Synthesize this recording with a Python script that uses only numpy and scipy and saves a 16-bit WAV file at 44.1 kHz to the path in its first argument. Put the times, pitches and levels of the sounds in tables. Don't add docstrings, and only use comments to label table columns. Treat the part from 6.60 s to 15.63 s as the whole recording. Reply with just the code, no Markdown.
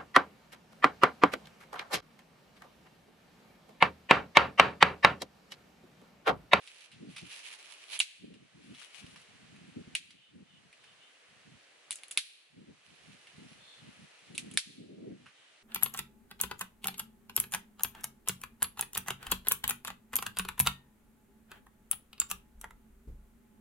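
import sys
import numpy as np
from scipy import signal
from scipy.fft import rfft, irfft
from scipy.io import wavfile
from scipy.ndimage import uniform_filter1d

SR = 44100
rng = np.random.default_rng(int(sys.argv[2]) if len(sys.argv) > 2 else 0)


def materialize(psi):
    bounded = np.clip(np.atleast_2d(psi).T, -1, 1)
    quanta = np.round(bounded * 32767).astype(np.int16)
    wavfile.write(sys.argv[1], SR, quanta)


N = 398223
TIME = np.arange(N) / SR
BAND_EDGES_HZ = np.geomspace(25, 12800, 19)


def from_db(db):
    return 10 ** (np.asarray(db) / 20)


def rms_one(x):
    return x / np.sqrt(np.mean(x ** 2) + 1e-20)


def as_hit(x):
    return x / np.sqrt(np.sum(x ** 2) / (.003 * SR) + 1e-20)


def in_time(rows):
    return np.interp(TIME, *np.transpose(rows))


def at_hz(rows, hz, axis=1):
    rows = np.array(rows)
    return np.interp(np.log(hz), np.log(rows[:, 0]), rows[:, axis])


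def band(x, low_hz, high_hz, order=2):
    edges_hz = [low_hz, min(high_hz, SR / 2 - 1)]
    sos = signal.butter(order, edges_hz, "band", fs=SR, output="sos")
    return signal.sosfilt(sos, x + 1e-18)


def resonance(x, hz, width_hz):
    r = np.exp(-np.pi * width_hz / SR)
    zeros = np.array([1, 0, -1]) * (1 - r * r) / 2
    poles = [1, -2 * r * np.cos(2 * np.pi * hz / SR), r * r]
    return signal.lfilter(zeros, poles, x)


def drift(rate_hz):
    knots = rng.standard_normal(int(N / SR * rate_hz) + 2)
    return rms_one(np.interp(TIME * rate_hz, np.arange(len(knots)), knots))


def swell(start_s, length_s, rise_db_per_s, fall_db_per_s):
    before_db = (start_s - TIME) * rise_db_per_s
    after_db = (TIME - start_s - length_s) * fall_db_per_s
    return from_db(-np.clip(np.maximum(before_db, after_db), 0, 120))


def add(track, start_s, sound):
    at = int(start_s * SR)
    track[at:at + len(sound)] += sound[:N - at]


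# (f/Hz, correlation)
EAR_LIKENESS = [(60, .7), (130, .4), (270, 0.45), (600, 0.24), (2500, 0.31), (5400, 0.061), (11000, 0.19)]


def coloured(excitation, colour, patchy_db):
    out = 0
    for k, (low_hz, high_hz) in enumerate(zip(BAND_EDGES_HZ, BAND_EDGES_HZ[1:])):
        centre_hz = np.sqrt(low_hz * high_hz)
        mid, side = band(excitation[k % 2], low_hz, high_hz)
        alike = np.clip(at_hz(EAR_LIKENESS, centre_hz), -1, 1)
        gain = from_db(at_hz(colour, centre_hz) + patchy_db * drift(25))
        stereo = np.sqrt(1 + alike) * mid + np.sqrt(1 - alike) * side * [[1], [-1]]
        out = out + gain * stereo
    return rms_one(out)


# (f/Hz, density/dB per Hz)
FOLIAGE_COLOUR = [(30, -42.5), (100, -29), (350, -6.5), (580, -3), (950, -7), (1500, -3.5), (2500, -1.5),
                  (3300, -3), (4200, -9.5), (6500, -13), (11000, -17)]
# (t/s, level/dB)
BREEZE_LEVEL = [(0, -64.5), (1, -59), (3, -60.5), (4, -62), (5, -61.5), (7.3, -59.5), (9, -62.5)]


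def foliage():
    hush = coloured(rng.standard_normal((2, 2, N)), FOLIAGE_COLOUR, patchy_db=.5)
    return from_db(in_time(BREEZE_LEVEL)) * hush


# (t/s, length/s, start f/Hz, end f/Hz, level/dB)
CALLS = [(3.552, 0.17, 3030, 2990, -58.5), (3.859, .15, 3030, 2935, -62), (4.186, 0.18, 3080, 3020, -67),
         (4.386, 0.118, 2966, 3030, -63.5), (6.989, 0.24, 3600, 3470, -60.5),
         (8.72, 0.22, 3200, 2916, -68.5)]
UPPER_RATIO, UPPER_DB = 1.19, -5


def whistles():
    out = np.zeros((2, N))
    for ratio, strand_db in (1, 0), (UPPER_RATIO, UPPER_DB):
        blur = np.array([drift(420) + 1j * drift(420) for ear in out])
        for start_s, length_s, start_hz, end_hz, db in CALLS:
            along = np.clip((TIME - start_s) / length_s, 0, 1)
            glide_hz = ratio * (start_hz + (end_hz - start_hz) * along)
            phase = 2 * np.pi * np.cumsum(glide_hz) / SR
            envelope = np.sqrt(abs(np.sin(np.pi * along)))
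            out += from_db(db + strand_db) * envelope * np.real(blur * np.exp(1j * phase))
    return out


# (t/s, length/s, level/dB before trim and lumps)
GUST_EVENTS = [(0.356, 0.017, -61), (.43, 0.061, -48), (0.62, 0.044, -57), (1.645, .115, -46.5),
               (1.816, 0.014, -53), (1.978, 0.16, -53), (2.427, 0.15, -58.5), (2.713, 0.21, -63.5),
               (2.929, 0.17, -56), (3.176, 0.024, -47.5), (3.253, 0.33, -57.5), (3.751, 0.072, -49),
               (3.926, 0.14, -63), (4.215, .17, -73.5), (4.719, 0.043, -67), (4.879, 0.059, -59.5),
               (5.975, 0.14, -49), (6.301, .02, -61.5), (6.456, .09, -59.5), (6.796, .05, -53.5),
               (6.89, 0.13, -64), (7.233, 0.073, -57.5), (7.339, .11, -61), (7.725, 0.26, -51.5),
               (8.089, 0.087, -49), (8.203, 0.15, -42), (8.38, .15, -40), (8.554, 0.094, -55)]
# (f/Hz, density/dB per Hz)
EDDY_COLOUR = [(25, -39.5), (45, -36), (75, -12), (115, -7), (180, 1.5), (270, 0.5), (370, -5.5),
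               (550, -15.5), (900, -62.5)]
GUST_RISE_DB_PER_S, GUST_FALL_DB_PER_S = 330.5, 351
CALM_DB = -90.5


def wind(port_lag_s=0.00091, usual_db=-51, db_per_octave=38, own_share=0.55, trim_db=-0.96):
    power = from_db(CALM_DB) ** 2
    for start_s, length_s, db in GUST_EVENTS:
        gust = swell(start_s, length_s, GUST_RISE_DB_PER_S, GUST_FALL_DB_PER_S)
        power = power + (from_db(db) * gust) ** 2
    gust_db = 10 * np.log10(power)
    lumps_db = 3.2 * drift(65)
    speed = np.maximum(2 ** ((gust_db - usual_db) / db_per_octave), .7)
    travel = np.cumsum(speed) / SR
    hz = np.arange(1, N // 2 + 2) * SR / N
    spectrum = from_db(at_hz(EDDY_COLOUR, hz)) * (hz < 1500)
    eddies = irfft(rfft(rng.standard_normal((3, N))) * spectrum, N)

    def passing(air, lag):
        return np.interp((travel - lag) % TIME[-1], TIME, rms_one(air))

    ports = []
    for k in range(2):
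        shared = passing(eddies[0], k * port_lag_s)
        ports.append(shared + own_share * passing(eddies[k + 1], 0))
    return from_db(gust_db + trim_db + lumps_db) * np.array(ports)


# (t/s, length/s, level/dB, pan/dB up on right and down on left)
LEAF_SWEEPS = [(0, 0.25, -56, 2), (0.503, 0.75, -56, 0.5), (0.717, 0.087, -49.5, 1.5), (.85, 0.084, -49, 2),
               (1.102, 0.036, -52.5, 3), (1.329, 0.018, -38.5, 2), (2.03, 0.6, -59.5, -0.5),
               (2.192, 0.049, -56.5, -6.5), (2.354, 0.042, -53.5, -5), (6.25, 0.69, -66.5, 3.5),
               (6.885, 1.2, -67, -0.5)]
# (f/Hz, density/dB per Hz)
LEAF_COLOUR = [(300, -34.5), (550, -17.5), (1200, -12), (1900, -8), (2800, 1), (4000, -6.5), (5500, -9.5),
               (7000, -16.5), (10000, -6), (12500, -18.5)]
SWEEP_RISE_DB_PER_S, SWEEP_FALL_DB_PER_S = 425, 386.5
STIR_DB, STIR_DB_PER_S = -22, 67.5


def leaves(grains_per_s=1000, size_db=3.5, hiss=1.0, catch_db=1.0, catches_per_s=45):
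    power = 0
    for start_s, length_s, db, pan_db in LEAF_SWEEPS:
        sweep = swell(start_s, length_s, SWEEP_RISE_DB_PER_S, SWEEP_FALL_DB_PER_S)
        stir = from_db(STIR_DB) * swell(start_s, length_s, STIR_DB_PER_S, STIR_DB_PER_S)
        side_gain = from_db([[db - pan_db], [db + pan_db]])
        power = power + side_gain ** 2 * (sweep ** 2 + stir ** 2)
    shape = (2, 2, N)
    born = rng.random(N) < grains_per_s * from_db(4 * drift(60)) / SR
    grain_gain = from_db(size_db * np.minimum(rng.exponential(1, N), 4.1))
    grains = born * grain_gain * rng.standard_normal(shape)
    scrape = hiss * rng.standard_normal(shape)
    rustle = coloured(rms_one(grains) + scrape, LEAF_COLOUR, patchy_db=1.04)
    return np.sqrt(power) * from_db(catch_db * drift(catches_per_s)) * rustle


# (f/Hz, width/Hz, mean level/dB)
WOOD_MODES = [(1670, 200, -6.5), (1917, 230, 1), (2370, 310, 6), (2745, 220, 15), (3410, 1100, 3.5),
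              (4070, 670, -0.5), (4500, 900, -3.5), (5760, 1900, -26)]


def wood(force, uneven_db=4.0, splintery=0.66):
    modes = 0
    for k, (hz, width_hz, db) in enumerate(WOOD_MODES):
        gain = from_db(db + uneven_db * rng.standard_normal())
        modes = modes + (-1) ** k * gain * resonance(force, hz, width_hz)
    return as_hit(modes) + splintery * as_hit(band(force, 1700, 4800))


# (t/s, level/dB, bass re level/dB, stutter decay/ms)
LIGHT_KNOCKS = [(.074, -44, -33, 6), (.316, -49.5, -22, 16), (.562, -39, -12, 13), (0.581, -40.5, -15, 18),
                (.714, -43, -11, 11), (1.738, -47.5, -10.5, 8), (2.147, -49, -14, 2.2),
                (2.183, -57, -17, 3.1), (2.216, -46.5, -3.5, 9), (2.464, -52, -11, 1.9),
                (2.559, -49.5, -1, 8.5), (2.962, -56.5, -5, 3.8), (3.506, -41, -24, 4.3),
                (4.127, -51.5, -34, 3.8), (4.238, -54.5, -4, 14), (6.67, -51.5, -25, 2.8),
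                (8.659, -49.5, 3.5, 25)]
KNOCK_TREBLE_DB = -9


def knocks():
    out, t = np.zeros(N), TIME[:SR // 12]
    for start_s, db, bass_db, stutter_ms in LIGHT_KNOCKS:
        force = rng.standard_normal(len(t)) ** 3 * np.exp(-1000 * t / max(stutter_ms, .5))
        dull = from_db(bass_db) * as_hit(band(force, 1150, 2100))
        bright = from_db(KNOCK_TREBLE_DB) * as_hit(band(force, 6200, 11000))
        add(out, start_s, from_db(db) * (as_hit(wood(force)) + dull + bright))
    return out


# (t/s, level/dB, thud trim/dB, treble re body/dB before body share, tear decay/ms,
# ring f/Hz, ring re body/dB)
STICK_CRACKS = [(1.3914, -37, -12, 8.5, 0.47, 3250, 10.5), (1.401, -9.5, -15, -1.5, 0.83, 3770, 0),
                (1.4035, -7.5, -4.5, -14, 1.1, 2810, 6.5), (3.351, -12, -21, -4.5, 2.23, 2460, -16),
                (5.3078, -36, 1, 7, 0.38, 3640, -6), (5.318, -39, -12, -0.5, .5, 2960, -4.5),
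                (5.327, -44, -26, 6, .4, 3460, 0.5), (5.357, -53, -10, 13, 0.88, 3000, -10),
                (5.387, -54, -4, -7, 0.63, 2310, -8), (5.4345, -45, -1, -.5, 0.22, 2260, -8.5),
                (5.4828, -60.5, 4, 11, 0.37, 2960, -8), (5.5107, -42.5, -13, 4, 0.79, 2370, -8.5),
                (5.5141, -46.5, -13.5, 8.5, 0.93, 3440, -10.5), (5.524, -54, -2, 9, .5, 2300, -12.5),
                (5.5743, -7, -5, -2, 1.1, 2680, -5.5), (7.749, -44, -10, -1, 11.5, 2560, -14),
                (7.779, -30.5, -16.5, 0.5, 1.17, 2570, -9.5), (7.913, -50.5, 5.5, 3, 2.23, 2610, -15),
                (7.938, -56, -6, 11.5, 3.8, 2630, -7.5), (7.9734, -8, -21.5, -1, 0.92, 4080, -11.5),
                (7.9739, -13.5, -7, -9.5, 1.1, 1776, 3.5)]


def cracks(first_share=0.27, ring_width_hz=130, thud_db=-14, hand_db=-32):
    bursts, ringing, t = np.zeros(N), np.zeros(N), TIME[:SR // 16]
    first = as_hit(1. 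* (t == 0))
    for start_s, db, bass_db, treble_db, tear_ms, ring_hz, ring_db in STICK_CRACKS:
        fibres = as_hit(rng.standard_normal(len(t)) * np.exp(-1000 * t / max(tear_ms, .1)))
        force = first_share * first + fibres
        body_share = 1 / np.hypot(1, from_db(ring_db))
        body = body_share * as_hit(wood(force))
        thud = from_db(thud_db) * as_hit(band(force, 850, 1650))
        thud = thud + from_db(hand_db) * as_hit(band(force, 120, 700))
        splinter = as_hit(band(force, 7400, 10000) + 1.9 * resonance(force, 10000, 820))
        burst = body + from_db(bass_db) * thud + from_db(treble_db) * splinter
        ring = body_share * as_hit(resonance(first, ring_hz, ring_width_hz))
        add(bursts, start_s, from_db(db) * burst)
        add(ringing, start_s, from_db(db + ring_db) * ring)
    return bursts, ringing


# (f/Hz, level/dB, t60/s)
GROUND_RETURN = [(500, -17.5, 0.15), (1200, -7, 0.051), (2800, -3, 0.1), (5030, 2, 0.12), (10000, -4, 0.12)]
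# (f/Hz, level/dB, t60/s)
TREE_RETURN = [(500, -32.5, 0.37), (1217, -22, 0.48), (2800, -14.5, 0.84), (5000, -11.5, .6),
               (10000, -16.5, 0.6)]


def scatter(x, gap_s=.0015):
    out, white = 0, rng.standard_normal((2, 2, N))
    x = np.interp(TIME - gap_s, TIME, x)
    for k, (low_hz, high_hz) in enumerate(zip(BAND_EDGES_HZ[8:], BAND_EDGES_HZ[9:])):
        centre_hz = np.sqrt(low_hz * high_hz)
        power, returned = band(x, low_hz, high_hz) ** 2 + 1e-20, 0
        for surroundings in GROUND_RETURN, TREE_RETURN:
            db = at_hz(surroundings, centre_hz, axis=1)
            t60_s = at_hz(surroundings, centre_hz, axis=2)
            keep = from_db(-60 / (t60_s * SR)) ** 2
            returned = returned + from_db(db) ** 2 * signal.lfilter([1 - keep], [1, -keep], power)
        out = out + np.sqrt(returned) * rms_one(band(white[k % 2], low_hz, high_hz))
    return out


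def to_the_right(x, pan_db, lag_samples):
    return np.array([np.roll(x[0], lag_samples), x[1]]) * from_db([[-pan_db], [pan_db]])


def scene(wood_lean=.25, ring_scatter_db=-7):
    around = to_the_right(foliage(), pan_db=0.23, lag_samples=2)
    around = around + to_the_right(leaves(), pan_db=-0.2, lag_samples=3)
    bursts, ringing = cracks()
    bursts = bursts + knocks()
    stick = bursts + ringing
    direct = stick + wood_lean * band(stick, 700, 3300, order=1) * [[-1], [1]]
    returned = scatter(bursts + from_db(ring_scatter_db) * ringing)
    return around + whistles() + wind() + direct + returned


def gain_control(x, threshold_db=-24, slope=1.8, most_db=13, release_db_per_s=15):
    power = uniform_filter1d(np.mean(x ** 2, axis=0), size=130)
    level_db = 10 * np.log10(np.maximum(power, 1e-12))
    cut_db = np.clip(slope * (level_db - threshold_db), 0, most_db)
    released_db = release_db_per_s * TIME
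    held_db = np.maximum.accumulate(cut_db + released_db) - released_db
    return x * from_db(-uniform_filter1d(held_db, size=30))


CUTOFF_HZ = 11050


def record(dry):
    low_pass = signal.ellip(10, .3, 70, CUTOFF_HZ, fs=SR, output="sos")
    return signal.sosfilt(low_pass, gain_control(dry))


dry = scene()
out = record(dry)
materialize(out)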